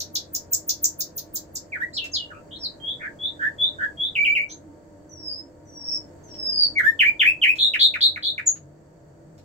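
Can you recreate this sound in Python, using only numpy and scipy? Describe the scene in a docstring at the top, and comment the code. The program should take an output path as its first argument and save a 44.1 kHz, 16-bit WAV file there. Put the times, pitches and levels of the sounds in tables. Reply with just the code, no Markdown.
"""A caged songbird sings tsiks, swoops, slurs, see-saw notes, long whistles and buzzes.
Each note is a frequency-modulated near sine with overtones; a tsik sounds two such voices at once.
The cage ticks a few times in short bursts of band-passed noise.
Close reflections and a dense decaying tail, as of a small wood-panelled room, smear every note.
Behind it a distant machine hums in wavering sines, over soft shaped noise."""
import sys
import numpy as np
from scipy import signal
from scipy.fft import rfft, irfft
from scipy.io import wavfile

SR = 44100
rng = np.random.default_rng(int(sys.argv[2]) if len(sys.argv) > 2 else 0)


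def log_audio(samples):
    """Write samples as a 16-bit WAV file to the path given in sys.argv[1]."""
    # one column per channel
    frames = np.atleast_2d(samples).T
    # limit to full scale, then quantise
    limited = np.clip(frames, -1, 1)
    pcm = np.round(limited * 32767).astype(np.int16)
    wavfile.write(sys.argv[1], SR, pcm)


N = 416304  # length in samples


def amp(db):
    """Level law: decibels to amplitude gain."""
    return 10 ** (np.asarray(db) / 20)


def evened(x):
    """Normalization: scales a signal to unit rms."""
    return x / np.sqrt(np.mean(x ** 2) + 1e-20)


def read(points, hz):
    """Spectral interpolation: reads a table on a log-frequency axis."""
    f, value = np.transpose(points)
    return np.interp(np.log(hz + 1), np.log(f + 1), value)


def add(mix, s, sound):
    """Superposition: sums a sound into the mix at time s, cutting what lies outside."""
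    at = round(s * SR)
    sound = sound[max(-at, 0):]
    part = mix[max(at, 0):][:len(sound)]
    part += sound[:len(part)]


def drift(t, rate, count=20):
    """Random modulation: unit-rms sum of sines with chance frequencies from 0 to rate in Hz."""
    speed, phase = rng.random((2, count, 1))
    return evened(np.sin(2 * np.pi * (rate * speed * t + phase)).sum(0))


def progress(length):
    """Normalized time: time through a note in seconds, and from 0 to 1."""
    t = np.arange(0, length, 1 / SR)
    return t, t / length


def swell(u, peak, rise_db, fall_db, curve=1.57):
    """Amplitude envelope: relative level in dB that rises to 0 at the peak and sinks again."""
    peak = np.clip(peak, .05, .95)
    before = np.maximum(1 - u / peak, 0)
    after = np.maximum((u - peak) / (1 - peak), 0)
    return -rise_db * before ** curve - fall_db * after ** curve


def warble(t, rate, first_crest=0.0082, cusp=0.29, skew=0.26, stumble=.3):
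    """Periodic modulation: second harmonics point the crests, round the troughs and hasten the rise."""
    swing = 2 * np.pi * rate * (t - first_crest) + stumble * drift(t, 40)
    return np.cos(swing) + cusp * np.cos(2 * swing) - skew * np.sin(2 * swing)


# strength of the whistle's overtones by where they fall, before effort and rolloff: (f/Hz, relative level/dB)
WHISTLE_OVERTONES = [(3000, -30), (5200, -40.5), (7500, -39), (11000, -39.5), (12800, -30.5),
                     (14500, -47.5), (16000, -46.5)]


def whistle(hz, db, edge, strain_db, rolloff=0.52, jitter=.002, bloom=0.17):
    """Harmonic source, one side of the syrinx: a near sine with fuzzy overtones scaled by level and strain."""
    t = np.arange(len(hz)) / SR
    phase = 2 * np.pi * np.cumsum(hz * (1 + jitter * drift(t, 330))) / SR
    unsteady = phase + .18 * drift(t, 550)  # radians
    effort = amp(bloom * (db + 19.0) + strain_db)  # bloom: overtone dB per dB of level
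    overtones = 0
    for k in range(2, 9):
        strength = amp(read(WHISTLE_OVERTONES, k * hz)) / k ** rolloff
        below_nyquist = k * hz < SR / 2
        overtones = overtones + strength * np.sin(k * unsteady) * below_nyquist
    from_ends = np.minimum(t, t[-1] - t)
    gate = np.sin(np.pi / 2 * np.clip(from_ends / edge, 0, 1)) ** 2  # edge in s
    return np.sqrt(2) * amp(db) * gate * (np.sin(phase) + effort * overtones)


# sharp two-voiced tsiks; the levels are bases that each voice's envelope shapes:
# (plunge t/s, upper voice reference f/Hz, upper voice level/dB, plunge length t/s, plunge level/dB,
#  linger: over 1 hangs at the top and fades more)
TSIK_NOTES = [(.001, 14600, -31.5, 0.0096, -19.5, 1.24), (.151, 14500, -30.5, .012, -16, 1.16),
              (0.347, 15200, -25, 0.0081, -15.5, 2.1), (.53, 15500, -19, 0.0094, -11, 2.77),
              (.690, 15100, -22.5, 0.0099, -12.5, 1.75), (.84, 15300, -19, 0.00818, -8, 2.6),
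              (1.003, 15300, -23.5, .009, -17, 1.76), (1.176, 14940, -26, 0.012, -27.5, 1.4),
              (1.352, 15300, -25.5, 0.014, -23, 2.1), (1.552, 14240, -36.5, 0.013, -24, 2.18)]


def tsiks(fade_db=7, rasp_db=2.5, bite=0.0037):
    """Two-source superposition: one voice arches very high as the other plunges, rasping, through the treble."""
    out = np.zeros(N)
    lead_s, top_hz, foot_hz = .023, 7616, 2920
    for s, crest_hz, crest_db, length, plunge_db, linger in TSIK_NOTES:
        t = np.arange(-lead_s, length, 1 / SR)
        knees = [-lead_s, -lead_s * .5, -lead_s * 0.22, length * 0.33, length]
        upper_hz = crest_hz * np.interp(t, knees, [.84, .99, 1.005, 0.9, 0.53])
        upper_db = crest_db + np.interp(t, knees, [-29, -7, 3.5, -1, -12])
        add(out, s - lead_s, whistle(upper_hz, upper_db, edge=0.0028, strain_db=4.5, jitter=0.01))

        t, u = progress(length)
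        fall = u ** linger
        lower_hz = top_hz * (foot_hz / top_hz) ** fall
        lower_db = plunge_db - fade_db * fall * linger + rasp_db * drift(t, 1200)
        add(out, s, whistle(lower_hz, lower_db, edge=bite, strain_db=11, jitter=0.017))
    return out


# swoops, a fall, a pause and a rebound that levels off:
# (t/s, fall t/s, top f/Hz, foot f/Hz, bend: over 1 hangs at the top, fall peak level/dB,
#  pause t/s, rebound t/s, rebound target f/Hz, rebound peak level/dB)
SWOOP_NOTES = [(1.719, 0.048, 2600, 1376, 0.9, -28, 0.033, 0.038, 2054, -22.5),
               (1.966, .028, 5300, 2690, 0.44, -23.5, 0.016, 0.036, 2712, -29),
               (2.133, 0.045, 5890, 3070, 0.61, -23, 0.0055, 0.052, 2856, -31.5),
               (4.152, 0.02, 3300, 2180, 0.47, -19, .002, 0.053, 2347, -16),
               (4.248, 0.02, 3376, 2205, 0.45, -15.5, .002, 0.048, 2344, -15.5),
               (4.35, 0.028, 3083, 2014, .65, -17, 0.0029, 0.041, 2372, -21),
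               (6.753, .050, 2265, 1397, 3.5, -14, 0.026, 0.067, 1819, -14),
               (6.99, 0.038, 3390, 1580, 0.92, -12, 0.0044, 0.057, 2438, -15),
               (7.193, 0.034, 3590, 1480, 1.34, -12.5, 0.014, 0.056, 2672, -12),
               (7.414, 0.037, 3247, 1696, 1.7, -12, 0.0082, 0.05, 2653, -13.5)]


def swoops(loudest_drop=0.29):
    """Frequency glide and exponential relaxation: the pitch plunges, pauses and springs toward a held note."""
    out = np.zeros(N)
    rebound_time_constant_s = .016
    for s, fall_s, top_hz, foot_hz, bend, fall_db, pause_s, rebound_s, rebound_hz, rebound_db in SWOOP_NOTES:
        t, u = progress(fall_s)
        hz = top_hz + (foot_hz - top_hz) * u ** bend
        peak = loudest_drop ** (1 / bend)  # loudest part of the way down
        level_db = fall_db + swell(u, peak, rise_db=7.5 + 5 * bend, fall_db=4)
        add(out, s, whistle(hz, level_db, edge=0.0032, strain_db=0, rolloff=.1, bloom=0.33))

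        t, u = progress(rebound_s)
        hz = rebound_hz + (foot_hz - rebound_hz) * np.exp(-t / rebound_time_constant_s)
        level_db = rebound_db + swell(u, peak=.68, rise_db=9, fall_db=4.5)
        rebound = whistle(hz, level_db, edge=.005, strain_db=-3, rolloff=-.2, bloom=0.28)
        add(out, s + fall_s + pause_s, rebound)
    return out


# short downward flicks: (t/s, length t/s, top f/Hz, foot f/Hz, starting level/dB)
FLICK_NOTES = [(2.303, .026, 1750, 1070, -37), (7.736, 0.018, 3060, 1490, -14),
               (7.938, .021, 2780, 1236, -20), (8.159, .011, 2630, 1185, -23),
               (8.379, 0.013, 2665, 1350, -20)]


def flicks(bend=.9, fade_db=9):
    """Downward chirp: a quick, nearly straight drop in pitch that fades as it falls."""
    out = np.zeros(N)
    for s, length, top_hz, foot_hz, db in FLICK_NOTES:
        t, u = progress(length)
        hz = top_hz + (foot_hz - top_hz) * u ** bend
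        add(out, s, whistle(hz, db - fade_db * u, edge=.002, strain_db=9))
    return out


# slurs that swell as they curl over and down: (t/s, length t/s, top f/Hz, end f/Hz, peak level/dB)
SLUR_NOTES = [(2.586, 0.076, 5650, 3730, -25.5), (8.457, 0.028, 7150, 6400, -8)]


def slurs(bend=2.0):
    """Curved chirp with a crescendo: a soft high start grows louder as it bends down."""
    out = np.zeros(N)
    for s, length, top_hz, end_hz, db in SLUR_NOTES:
        t, u = progress(length)
        hz = top_hz + (end_hz - top_hz) * u ** bend
        level_db = db + swell(u, peak=1.0, rise_db=33, fall_db=9.5)
        add(out, s, whistle(hz, level_db, edge=0.0041, strain_db=5))
    return out


# high see-saw notes, clean at first, then quivering, and low ones that quiver, then clear; columns of both:
# (t/s, length t/s, start f/Hz, end f/Hz, peak level/dB, peak as share of length, quiver scale f/Hz)
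HIGH_SEESAW_NOTES = [(2.799, 0.13, 3175, 3560, -25.5, .75, 220), (3.187, 0.1, 3340, 3746, -24, .65, 240),
                     (3.582, .098, 3385, 3770, -17.5, .4, 160), (3.970, 0.11, 3266, 3756, -21.5, .45, 170)]
LOW_SEESAW_NOTES = [(2.993, 0.082, 1880, 1680, -30, .85, 450), (3.391, 0.086, 1612, 1803, -21, 0.52, 150),
                    (3.784, .068, 1590, 1690, -19.5, 1, 170)]


def seesaw(bend=1.7, quiver_growth=2.2, clearing=3, quiver_onset_s=0.026):
    """Frequency modulation of varying depth: high notes break into a quiver, alternate low ones lose theirs."""
    out = np.zeros(N)
    for rows, high in (HIGH_SEESAW_NOTES, True), (LOW_SEESAW_NOTES, False):
        for s, length, start_hz, end_hz, db, peak, depth_hz in rows:
            t, u = progress(length)
            if high:
                quiver = u ** quiver_growth
                shape_db = swell(u, peak, rise_db=25, fall_db=11.5)
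            else:
                quiver = np.minimum(t / quiver_onset_s, 1) * (1 - u ** clearing)
                shape_db = swell(u, peak, rise_db=13, fall_db=2)
            glide_hz = start_hz + (end_hz - start_hz) * u ** bend
            hz = glide_hz + depth_hz * quiver * warble(t, rate=108, first_crest=.008)
            add(out, s, whistle(hz, db + shape_db, edge=0.0038, strain_db=2, rolloff=0.69))
    return out


# long whistles that sink and swell, each a curve before vibrato and flutter: (t/s, f/Hz, level/dB)
LONG_WHISTLE_CURVES = [
    [(5.09, 6050, -55.5), (5.21, 5430, -46), (5.30, 4930, -33), (5.36, 5050, -35), (5.405, 5260, -46.5)],
    [(5.65, 6005, -60), (5.82, 5460, -42), (5.885, 5473, -32), (5.962, 5358, -26.5)],
    [(6.233, 6460, -58.5), (6.32, 5493, -50.5), (6.48, 5070, -27), (6.575, 4815, -23), (6.61, 4630, -17),
     (6.655, 4460, -20.5), (6.672, 5900, -42)],
]


def long_whistles(vibrato_per_s=39, vibrato_hz=115, widen_db=0.97, bead_db=2.5, flutter_db=3.0, wander_hz=35):
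    """Joint frequency and amplitude modulation: a vibrato widens with loudness and beads the level."""
    out = np.zeros(N)
    for curve in LONG_WHISTLE_CURVES:
        times, pitches, levels = np.transpose(curve)
        t, u = progress(times[-1] - times[0])
        hz = np.interp(times[0] + t, times, pitches)
        db = np.interp(times[0] + t, times, levels)
        vibrato = warble(t, vibrato_per_s, stumble=0.85)
        width_hz = vibrato_hz * amp(widen_db * (db - db.max()))
        hz = hz + width_hz * vibrato + wander_hz * drift(t, 21.92)
        level_db = db + bead_db * vibrato + flutter_db * drift(t, 70)
        add(out, times[0], whistle(hz, level_db, edge=0.0059, strain_db=15.5, rolloff=0.93, bloom=-.05))
    return out


# buzzes, from soft lisps to loud rasps; the level is a base that envelope and strokes shape:
# (t/s, length t/s, start f/Hz, end f/Hz, level/dB, initial warble scale f/Hz, warble rate f/Hz)
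BUZZ_NOTES = [(1.93, 0.037, 4550, 6040, -36, 600, 71), (1.933, 0.02, 7440, 6850, -43, 500, 94),
              (2.115, 0.05, 6400, 6920, -39, 200, 112), (2.326, 0.056, 2510, 2710, -54.5, 250, 89),
              (2.34, 0.053, 1297, 1370, -47, 100, 121), (2.508, 0.058, 3300, 4210, -38, 333, 67.5),
              (4.488, 0.051, 6010, 6760, -40.5, 250, 112), (4.493, 0.028, 4200, 4260, -43.5, 1400, 149),
              (7.584, 0.091, 3717, 3766, -15, 418.5, 74), (7.791, .076, 3873, 3720, -12, 634, 101),
              (8.006, 0.063, 3930, 3956, -13, 660, 68), (8.224, 0.08, 3858, 3750, -21.5, 690, 69)]


def buzzes(settle=0.81, detune_db=25, stroke_db=1.5, bend=2.5):
    """Fast frequency modulation past a resonance: a narrowing warble, with the level raised on downstrokes."""
    out = np.zeros(N)
    for s, length, start_hz, end_hz, db, depth_hz, rate in BUZZ_NOTES:
        t, u = progress(length)
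        hz = start_hz + (end_hz - start_hz) * u ** bend
        swing = warble(t, rate, first_crest=.008, skew=0.29)
        warble_hz = depth_hz * (1 - settle * u) * swing
        off_throat_db = detune_db * np.maximum(warble_hz, 0) / hz  # crests overshoot the throat's resonance
        upstroke_db = stroke_db * evened(np.gradient(swing))
        level_db = db + swell(u, peak=0.38, rise_db=10, fall_db=3) - off_throat_db - upstroke_db
        add(out, s, whistle(hz + warble_hz, level_db, edge=0.0029, strain_db=12, rolloff=0.93))
    return out


# light ticks of the cage: (t/s, level/dB before the decay, band centre f/Hz)
CAGE_TICKS = [(2.042, -35.5, 3240), (6.286, -57, 3000), (6.340, -51, 2700), (7.556, -40.5, 2960),
              (8.557, -48.5, 1200), (9.379, -53.5, 4000)]


def ticks(t60=0.062):
    """Impulsive noise with exponential decay: short, broad snaps of wire and perch."""
    out, t = np.zeros(N), np.arange(SR // 10) / SR
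    for s, db, hz in CAGE_TICKS:
        b, a = signal.butter(1, [hz / 2, hz * 2], "band", fs=SR)
        snap = signal.lfilter(b, a, rng.standard_normal(len(t)))
        add(out, s, amp(db - 60 * t / t60) * evened(snap))
    return out


# reflections from nearby surfaces: (left delay t/s, right delay t/s, level/dB before a common trim)
WALL_REFLECTIONS = [(.0012, 0.001284, -10.5), (.0026, .00267, -14.5), (.0047, .0041, -13),
                    (.0074, .0081, -11), (.0096, .0102, -7.5), (0.0136, 0.016, -3.5)]
# reverberation time of the tail: (f/Hz, 60 dB decay t/s)
ROOM_DECAY = [(500, 0.11), (1800, 0.16), (3500, 0.19), (7000, 0.17), (15000, 0.13)]


def room(x, right_db=-0.43, build=0.013):
    """Impulse-response convolution: direct sound, close reflections and a short dense tail at each microphone."""
    direct_db, walls_db, tail_db = -4.5, -3.5, -5
    left_lag_s = .00032
    size = SR // 2
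    signs = rng.choice([-1., 1.], (2, size))
    taps = signs * (rng.random((2, size)) < 4000 / SR)  # about 4000 echoes per s
    hz, t, z = signal.stft(taps, SR, nperseg=128)
    decay = amp(-60 * t / read(ROOM_DECAY, hz)[:, None])
    tail = signal.istft(z * decay * np.minimum(t / build, 1), SR, nperseg=128)[1]
    response = amp(tail_db) * tail / np.linalg.norm(tail, axis=1, keepdims=True)
    response[[0, 1], [round(left_lag_s * SR), 0]] += amp(direct_db)
    for left, right, db in WALL_REFLECTIONS:
        response[[0, 1], [round(left * SR), round(right * SR)]] += amp(db + walls_db)
    return signal.fftconvolve(x[None], response, axes=1)[:, :N] * amp([[0], [right_db]])


# hum of a distant machine: (f/Hz, rms waver f/Hz, base level/dB, full change/dB as the hum shifts)
HUM_TONES = [(93, 2, -57.5, -3.5), (146, 10, -63.5, 9.5), (298.8, 11, -56, -6.5), (327.4, 11, -59.5, -0.5),
             (428, 3.2, -72, 1), (504.6, 6, -64, -4), (591.5, 4.4, -61, -3), (674, 6.7, -70.5, 0.5),
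             (925, 13, -68, -6)]
# course of the hum's shift: (t/s, share of the full change)
HUM_SHIFT_COURSE = [(7.9, 0.063), (8.6, 0.95)]


def hum(throb_db=3):
    """Additive synthesis with random modulation: low tones waver in pitch and level."""
    t, slow = np.arange(N) / SR, np.linspace(0, N / SR, 1000)
    shift = np.interp(slow, *np.transpose(HUM_SHIFT_COURSE))
    out = np.zeros((2, N))
    for hz, waver_hz, db, change_db in HUM_TONES:
        pitch = np.interp(t, slow, hz + waver_hz * drift(slow, 12))
        level = np.interp(t, slow, amp(db + change_db * shift + throb_db * drift(slow, 6)))
        lean = amp(read(STEREO_TILT, hz) * np.array([[.5], [-.5]]))
        out += lean * np.sqrt(2) * level * np.sin(2 * np.pi * np.cumsum(pitch) / SR)
    return out


# left-right correlation of the noise: (f/Hz, likeness from 0 to 1)
STEREO_LIKENESS = [(30, 0.8), (200, 0.94), (400, 0.27), (700, 0.043), (2000, 0.038), (15000, 0.07)]
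# stereo lean of noise and hum: (f/Hz, left minus right level/dB)
STEREO_TILT = [(60, -2.5), (110, 5.5), (200, -4.5), (380, -2.5), (700, 4), (1290, 0.5), (2380, 0.5),
               (4400, -3.5), (8120, -6), (15000, 1)]


def stereo_noise(gain):
    """Partial coherence: shaped noise, nearly mono in the bass, leans left or right with the room's modes."""
    a, b = rfft(rng.standard_normal((2, N)))
    hz = np.fft.rfftfreq(N, 1 / SR)
    alike = np.clip(read(STEREO_LIKENESS, hz), -1, 1)
    lean = amp(read(STEREO_TILT, hz) / 2)
    left = a * lean
    right = (alike * a + np.sqrt(1 - alike ** 2) * b) / lean
    return evened(irfft(np.array([left, right]) * gain, N))


# spectrum of the soft room noise: (f/Hz, relative level/dB per Hz)
AIR_SPECTRUM = [(20, -22), (80, -12), (120, -16.5), (160, -13), (260, -17.5), (480, -16.5), (650, -17.5),
                (800, -26.5), (1300, -33.5), (1750, -33), (2500, -46), (4250, -52), (4520, -38.5),
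                (4800, -48.5), (5700, -48), (6700, -43.5), (8100, -43), (8800, -50.5), (16000, -53)]
# course of the room noise: (t/s, level/dB before a common trim)
AIR_LEVEL = [(0, -47.5), (1.05, -48), (3.8, -45.5), (4.7, -49.5), (5.6, -50), (5.902, -47), (6.8, -45),
             (8.6, -52), (9.44, -50.5)]


def background(air_db=-2):
    """Spectrally shaped noise: soft room noise slowly swells and sinks."""
    level_db = np.interp(np.arange(N) / SR, *np.transpose(AIR_LEVEL))
    spectrum = amp(read(AIR_SPECTRUM, np.fft.rfftfreq(N, 1 / SR)))
    return amp(level_db + air_db) * stereo_noise(spectrum)


def scene():
    """Linear superposition: bird and cage in the room, over the noise and hum."""
    song = tsiks() + swoops() + flicks() + slurs() + seesaw() + buzzes() + long_whistles()
    return room(song + ticks()) + background() + hum()


# microphone response with a treble notch: (f/Hz, level/dB)
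MICROPHONE_RESPONSE = [(20, -1.5), (7200, 1.5), (8300, 0.5), (9300, -21.5), (10300, -5), (12500, -5),
                       (15200, -0.5), (16500, -8.5)]


def record(dry):
    """Linear filtering: the microphone's response, then a low-pass band limit."""
    gain = amp(read(MICROPHONE_RESPONSE, np.fft.rfftfreq(2 * N, 1 / SR)))
    coloured = irfft(rfft(dry, 2 * N) * gain)[:, :N]
    low_pass = signal.firwin(511, 16050, window=("kaiser", 9), fs=SR)  # cutoff in Hz
    return signal.oaconvolve(coloured, low_pass[None], "same")


dry = scene()
out = record(dry)
log_audio(out)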